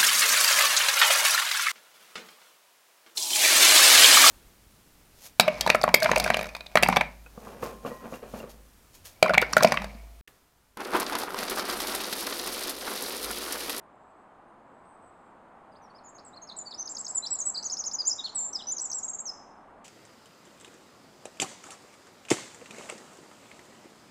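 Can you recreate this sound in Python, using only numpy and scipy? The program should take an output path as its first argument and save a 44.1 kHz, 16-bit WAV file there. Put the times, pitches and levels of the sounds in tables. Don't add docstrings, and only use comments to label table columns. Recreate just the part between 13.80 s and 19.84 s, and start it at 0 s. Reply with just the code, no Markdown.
import sys
import numpy as np
from scipy import signal
from scipy.fft import rfft, irfft
from scipy.io import wavfile

SR = 44100
rng = np.random.default_rng(int(sys.argv[2]) if len(sys.argv) > 2 else 0)


def store_wav(level_fs):
    pcm = np.round(np.clip(np.atleast_2d(level_fs), -1, 1) * 32767)
    wavfile.write(sys.argv[1], SR, pcm.T.astype(np.int16))


def convert_level_to_amplitude(level_db):
    exponent = np.asarray(level_db, float) / 20
    return 10 ** exponent


N = 266496


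def rms_one(x):
    return x / np.sqrt(np.mean(x ** 2) + 1e-20)


def smooth(x, ms):
    window = np.hanning(int(ms * SR / 1000) + 3)
    return signal.fftconvolve(x, window / window.sum(), "same")


def random_drift(size, ms):
    return rms_one(smooth(rng.standard_normal(size), ms))


def roar():
    # frequency in Hz, relative density in dB per Hz.
    roar_colour = [(20, -12.5), (65, -11), (150, -9.5), (225, -2.5), (450, -6.5), (780, 0), (1150, -3.5),
                   (1600, -12.5), (2600, -25), (5000, -39.5), (5450, -40), (5750, -52.5), (6050, -40),
                   (8500, -38), (11000, -48.5), (15000, -59)]
    # time in seconds, rms level in dB.
    roar_swell = [(0.0, -55.5), (3.77, -51.5), (6.04, -52.5)]
    hz, density_db = np.transpose(roar_colour)
    bin_hz = np.arange(1, N // 2 + 2) * SR / N
    colour = convert_level_to_amplitude(np.interp(np.log(bin_hz), np.log(hz), density_db))
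    noise = rms_one(irfft(rfft(rng.standard_normal(N)) * colour, N))
    s, level_db = np.transpose(roar_swell)
    return noise * convert_level_to_amplitude(np.interp(np.arange(N) / SR, s, level_db))


def ticks():
    # time in seconds, click height in dB before the filter.
    tick_list = [(1.055, -53), (1.25, -57)]
    clicks = np.zeros(N)
    for s, db in tick_list:
        clicks[int(s * SR)] = convert_level_to_amplitude(db)
    band = signal.butter(2, [2500, 7000], "band", fs=SR, output="sos")
    return signal.sosfilt(band, clicks + 1e-18)


def far_birds(blur_hz=150, flutter_db=3.5):
    # start in seconds, length in seconds, pitch at the start in Hz,
    # pitch at the end in Hz, level in dB before flutter and mix.
    far_whistles = [(0, .06, 8900, 8850, -93), (0.093, 0.41, 7550, 8100, -85),
                    (0.666, 0.063, 8700, 8800, -85), (0.824, 0.22, 7700, 7900, -82.5),
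                    (0.945, 0.57, 9000, 8300, -92), (1.014, 0.16, 8320, 7950, -74),
                    (1.087, .04, 8600, 8700, -81), (1.205, 0.094, 8070, 7850, -69.5),
                    (1.352, 0.15, 7680, 7500, -82), (1.403, 0.12, 8450, 8350, -84),
                    (1.58, 0.18, 8400, 8300, -94), (1.915, 0.042, 8500, 8500, -81),
                    (2.019, 0.022, 9000, 8800, -80), (2.09, .02, 9000, 8750, -91)]
    out = np.zeros(N)
    tremble = blur_hz * random_drift(N, 5.0)
    for s, length, start_hz, end_hz, db in far_whistles:
        span = slice(int(s * SR), int((s + length) * SR))
        size = span.stop - span.start
        pitch = np.linspace(start_hz, end_hz, size) + tremble[span]
        whistle = np.sin(2 * np.pi * np.cumsum(pitch) / SR)
        out[span] += convert_level_to_amplitude(db) * signal.windows.tukey(size, .4) * whistle
    return out * convert_level_to_amplitude(flutter_db * random_drift(N, 25.0))


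def strokes():
    syllables = { "bounce": [[(0, 6700, -12), (7.2, 6400, -4.5), (14.87, 6430, -2), (21.8, 6780, -4),
                 (27.4, 6550, -1)]], "tumble": [[(0, 5450, -11), (3.5, 6300, -2), (8, 6600, 0),
                 (11.5, 6100, -3)], [(17.27, 5600, -9), (23, 5000, 6), (27.9, 3600, -20)], [(35, 6000, -2),
                 (38.8, 7050, -1), (50.5, 7700, -3.5), (58.8, 7500, 1.5), (68.2, 7100, 3.5)]],
                 "arch": [[(0, 7240, -14), (6, 7740, -6.5), (20.1, 7850, 0), (39.5, 7655, -10.5),
                 (54, 7250, -3.5)]], "flick": [[(0, 3300, -30), (3, 4900, -7), (6, 5250, -0.5),
                 (9, 4900, -8)], [(12, 5950, -4.5), (15, 5280, -4), (18, 5180, -6.5)]],
                 "slide": [[(0, 7330, -12), (3.85, 6850, -3.5), (13.72, 6490, -0.5), (24.2, 5930, -0.5),
                 (28.9, 5600, -14)]], "plunge": [[(0, 5900, -11), (3.5, 6500, -3), (7, 6580, -1),
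                 (10.5, 6180, -9)], [(16.4, 6450, -3), (20.5, 5450, 0.5), (25.5, 4000, -23),
                 (30.2, 5700, -3.5), (37.3, 6100, 4)], [(42.3, 8160, -9.5), (52, 7530, 1.5),
                 (68.4, 7760, -5), (84, 7520, -4), (92.5, 7085, 1.5), (98, 6850, -11), (104, 6800, -11)]],
                 "pair": [[(0, 6600, -12), (4, 6750, -3), (10, 6750, -3)], [(11.95, 9170, -29),
                 (15.34, 7530, -0.5), (26.84, 7380, -3.5)]], }
    # start in seconds, syllable name, level in dB before the mix,
    # stretch in time (ratio), pitch factor (ratio).
    sung = [(2.346, "bounce", -50, .92, 1.001), (2.618, "bounce", -43, .99, .999),
            (3.054, "tumble", -36.5, 1.04, 1.002), (3.148, "tumble", -35, .99, 1.017),
            (3.245, "tumble", -34.5, 1.01, 1.025), (3.505, "arch", -23, 1.001, 1.002),
            (3.652, "arch", -23, .98, 1.005), (3.896, "flick", -28, 1.001, .999),
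            (3.967, "flick", -30.5, 1.001, 1.007), (4.037, "flick", -29, 1.001, 1.006),
            (4.111, "flick", -31.5, .96, 1.001), (3.847, "slide", -28.5, 1.04, 1.02),
            (3.917, "slide", -28, 1.001, 1.002), (3.988, "slide", -28.5, .93, 0.997),
            (4.059, "slide", -27.5, .97, 1.017), (4.133, "slide", -27.5, .96, 1.025),
            (4.965, "plunge", -30, 1.015, 1.005), (5.099, "plunge", -30, 0.97, .999),
            (5.23, "pair", -28.5, .97, 1), (5.28, "pair", -28.5, 1.03, 1), (5.332, "pair", -31, .97, 0.98),
            (5.387, "pair", -30.5, 1.001, 1)]
    # start in seconds, length in ms, pitch from in Hz, pitch to in Hz,
    # peak level in dB before the mix.
    glides = [(1.919, 16, 5000, 4650, -68), (2.019, 51, 6190, 5300, -64), (2.099, 14.5, 4550, 4370, -61.5),
              (2.148, 26.6, 4660, 5400, -56.5), (2.182, 12, 4800, 4100, -57), (2.381, 8.5, 5710, 3820, -52),
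              (2.389, 13, 3940, 5630, -52), (2.53, 24.6, 3660, 4420, -54.5), (2.688, 18, 5016, 3610, -41),
              (2.714, 15, 3510, 4360, -42), (2.909, 13, 5250, 3850, -39), (2.924, 7.2, 4280, 3450, -40.5),
              (3.461, 15.6, 4380, 5760, -31), (3.827, 2.5, 4780, 5340, -30), (3.831, 6, 6300, 5880, -34),
              (3.842, 4.3, 6230, 6050, -32.5), (4.469, 7.3, 3875, 2870, -43), (4.482, 6.2, 3510, 2870, -46),
              (4.493, 8.5, 3950, 4330, -37.5)]
    # time in seconds, pitch in Hz,
    # level in dB before the mix.
    flourishes = [
        [(1.951, 2950, -71), (1.9613, 4400, -61), (1.9697, 5000, -64), (1.976, 5030, -67)],
        [(2.238, 6500, -70), (2.249, 7050, -57), (2.264, 6960, -54), (2.28, 6580, -53), (2.287, 6700, -53),
         (2.2965, 7720, -53.5), (2.309, 7060, -57)],
        [(2.448, 7940, -58), (2.4525, 8070, -47), (2.458, 7500, -66), (2.464, 7580, -51), (2.4777, 7890, -53.5),
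         (2.491, 7100, -51)],
        [(2.563, 5100, -59), (2.568, 4450, -54), (2.5763, 4200, -46), (2.582, 4250, -47)],
        [(2.673, 5120, -53), (2.6795, 5460, -49), (2.686, 5160, -61)],
        [(2.764, 6960, -50.5), (2.7715, 8110, -40), (2.78, 8000, -43), (2.7915, 7140, -32), (2.803, 6920, -45),
         (2.815, 7030, -38.5), (2.826, 6960, -48.5)],
        [(2.853, 4590, -64), (2.857, 4820, -50.5), (2.873, 4510, -39), (2.885, 4490, -44)],
        [(2.938, 4387, -43), (2.9431, 4930, -41), (2.9499, 5230, -37), (2.955, 5130, -45.5)],
        [(2.977, 5880, -51), (2.99, 5880, -37), (2.9973, 6200, -33), (3.0097, 6330, -30.5), (3.024, 5790, -39),
         (3.029, 6060, -28.5)],
        [(3.346, 7410, -39), (3.3517, 7850, -32.5), (3.3593, 7870, -22.5), (3.365, 7600, -33.5),
         (3.3725, 7150, -30.5), (3.3825, 7150, -21), (3.39, 7500, -31)],
        [(3.424, 3900, -47), (3.4435, 4157, -31.5), (3.453, 3847, -38), (3.457, 3280, -47)],
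        [(3.586, 6770, -44), (3.5905, 7120, -26), (3.595, 7150, -36), (3.6, 8410, -38), (3.604, 7350, -23),
         (3.61, 6580, -36), (3.614, 6000, -30.5), (3.621, 6630, -28), (3.629, 6540, -36)],
        [(3.743, 4380, -57), (3.748, 4996, -34), (3.7555, 4660, -34.5), (3.766, 3910, -36.5),
         (3.779, 4900, -28.5), (3.7925, 4203, -35), (3.798, 4360, -38)],
        [(4.185, 5200, -37), (4.191, 5000, -27.5), (4.197, 4926, -30), (4.207, 4914, -26), (4.219, 4515, -36.5),
         (4.224, 3300, -63)],
        [(4.252, 5830, -38.5), (4.269, 6610, -27), (4.281, 7370, -19), (4.293, 6680, -28), (4.3, 5910, -28),
         (4.31, 5220, -32.5), (4.316, 5090, -25), (4.325, 5090, -30), (4.332, 5940, -29), (4.336, 5960, -33.5)],
        [(4.381, 3330, -62), (4.386, 3766, -44.5), (4.3965, 3830, -31), (4.407, 3450, -36)],
        [(4.438, 4150, -47), (4.446, 4220, -31), (4.454, 4454, -30), (4.463, 3874, -32.5), (4.467, 3380, -39)],
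        [(4.548, 8350, -44.5), (4.559, 7830, -26), (4.57, 7850, -29.5), (4.5885, 7375, -28.5),
         (4.62, 7340, -33), (4.694, 7400, -34)],
        [(4.729, 5000, -50), (4.733, 6110, -31), (4.743, 5740, -41), (4.7595, 5060, -23.5), (4.767, 4810, -36),
         (4.771, 3595, -59)],
        [(4.788, 3500, -49), (4.794, 3800, -39), (4.816, 2880, -47.5), (4.82, 3660, -57), (4.824, 3960, -35),
         (4.829, 4100, -47)],
        [(4.87, 5890, -35), (4.891, 6030, -32.5), (4.912, 6120, -30), (4.9168, 6790, -31), (4.9255, 7230, -25),
         (4.938, 6490, -34)],
        [(5.455, 6670, -36.5), (5.472, 6040, -33.5), (5.489, 5084, -37.5), (5.497, 5177, -28.5),
         (5.505, 5250, -35)],
    ]
    out = [np.array(note) for note in flourishes]
    for s, name, db, stretch, factor in sung:
        for stroke in syllables[name]:
            out.append(np.array(stroke) * [stretch / 1000, factor, 1] + [s, 0, db])
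    share = np.array([0, .6, 1])
    swell_db = np.array([-6, 0, -5])
    for s, ms, from_hz, to_hz, db in glides:
        seconds = s + share * ms / 1000
        pitch = from_hz + share * (to_hz - from_hz)
        out.append(np.c_[seconds, pitch, db + swell_db])
    return sorted(out, key=lambda stroke: stroke[0, 0])


def overtones(level, pitch, phase, octave_db=-54, twelfth_db=-75, growth=.5, throat_hz=11000):
    lowness = np.log2(6000 / pitch)
    octave = convert_level_to_amplitude(octave_db + 6 * lowness) * np.sin(2 * phase)
    twelfth = convert_level_to_amplitude(twelfth_db + 15 * lowness) * (pitch < SR / 7) * np.sin(3 * phase)
    patches = convert_level_to_amplitude(3.0 * random_drift(N, 30.0))
    strength = np.abs(level) ** growth * patches
    throat = signal.butter(3, throat_hz, fs=SR, output="sos")
    return signal.sosfilt(throat, strength * (octave + twelfth))


def rasp(level, slide, rasp_db=-21.5, fast_hz_per_ms=200, low_hz=8500, high_hz=11500):
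    flare = level * smooth(np.tanh((slide / fast_hz_per_ms) ** 2), 6.5)
    band = signal.butter(2, [low_hz, high_hz], "band", fs=SR, output="sos")
    return convert_level_to_amplitude(rasp_db) * signal.sosfilt(band, flare * rng.standard_normal(N))


def wren(glide_ms=1.2, edge_ms=2.5, waver_db=1.14):
    # start in seconds, end in seconds, wobbles per second,
    # pitch swing to either side in Hz.
    buzz = (4.578, 4.698, 140, 200)
    t = np.arange(N) / SR
    song = strokes()
    s, hz, db = np.concatenate(song).T
    s = np.maximum.accumulate(s)
    sounding = np.zeros(N)
    for note in song:
        sounding[int(note[0][0] * SR):int(note[-1][0] * SR)] = 1
    pitch = smooth(np.interp(t, s, hz), glide_ms)
    level = smooth(sounding * convert_level_to_amplitude(np.interp(t, s, db)), edge_ms)
    level *= convert_level_to_amplitude(waver_db * random_drift(N, 4.8))
    slide = np.abs(np.gradient(pitch)) * SR / 1000
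    start, end, per_s, swing_hz = buzz
    buzzing = smooth(1. * (t > start) * (t < end), 6.6)
    pitch += swing_hz * buzzing * np.sin(2 * np.pi * per_s * (t - start))
    phase = 2 * np.pi * np.cumsum(pitch) / SR
    return level * np.sin(phase) + overtones(level, pitch, phase) + rasp(level, slide)


def forest(x, t60_s=0.61, near_db=15.5, near_ms=25, first_echo_ms=6, clump_db=2.5, leaf_cut_hz=9000):
    t = np.arange(SR) / SR
    decay_db = -60 * t / t60_s + near_db * np.exp(-1000 * t / near_ms)
    scatter = rng.standard_normal(SR) * convert_level_to_amplitude(decay_db)
    scatter *= 1 - np.exp(-(1000 * t / first_echo_ms) ** 2)
    scatter *= convert_level_to_amplitude(clump_db * random_drift(SR, 8.7))
    dull = signal.sosfilt(signal.butter(2, leaf_cut_hz, fs=SR, output="sos"), scatter)
    late = 1 - np.exp(-t / 0.069)
    scatter = (1 - late) * scatter + late * dull
    return signal.fftconvolve(x, scatter / np.sqrt(np.sum(scatter ** 2)))[:N]


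def scene():
    song, far = wren(), far_birds()
    direct = convert_level_to_amplitude(1.5) * song + .5 * far
    scattered = forest(convert_level_to_amplitude(-8) * song + far)
    return (direct + scattered + ticks() + roar())[None]


def low_pass(x):
    return signal.sosfilt(signal.butter(12, 15680, fs=SR, output="sos"), x)


def record(dry):
    return low_pass(dry)


dry = scene()
out = record(dry)
store_wav(out)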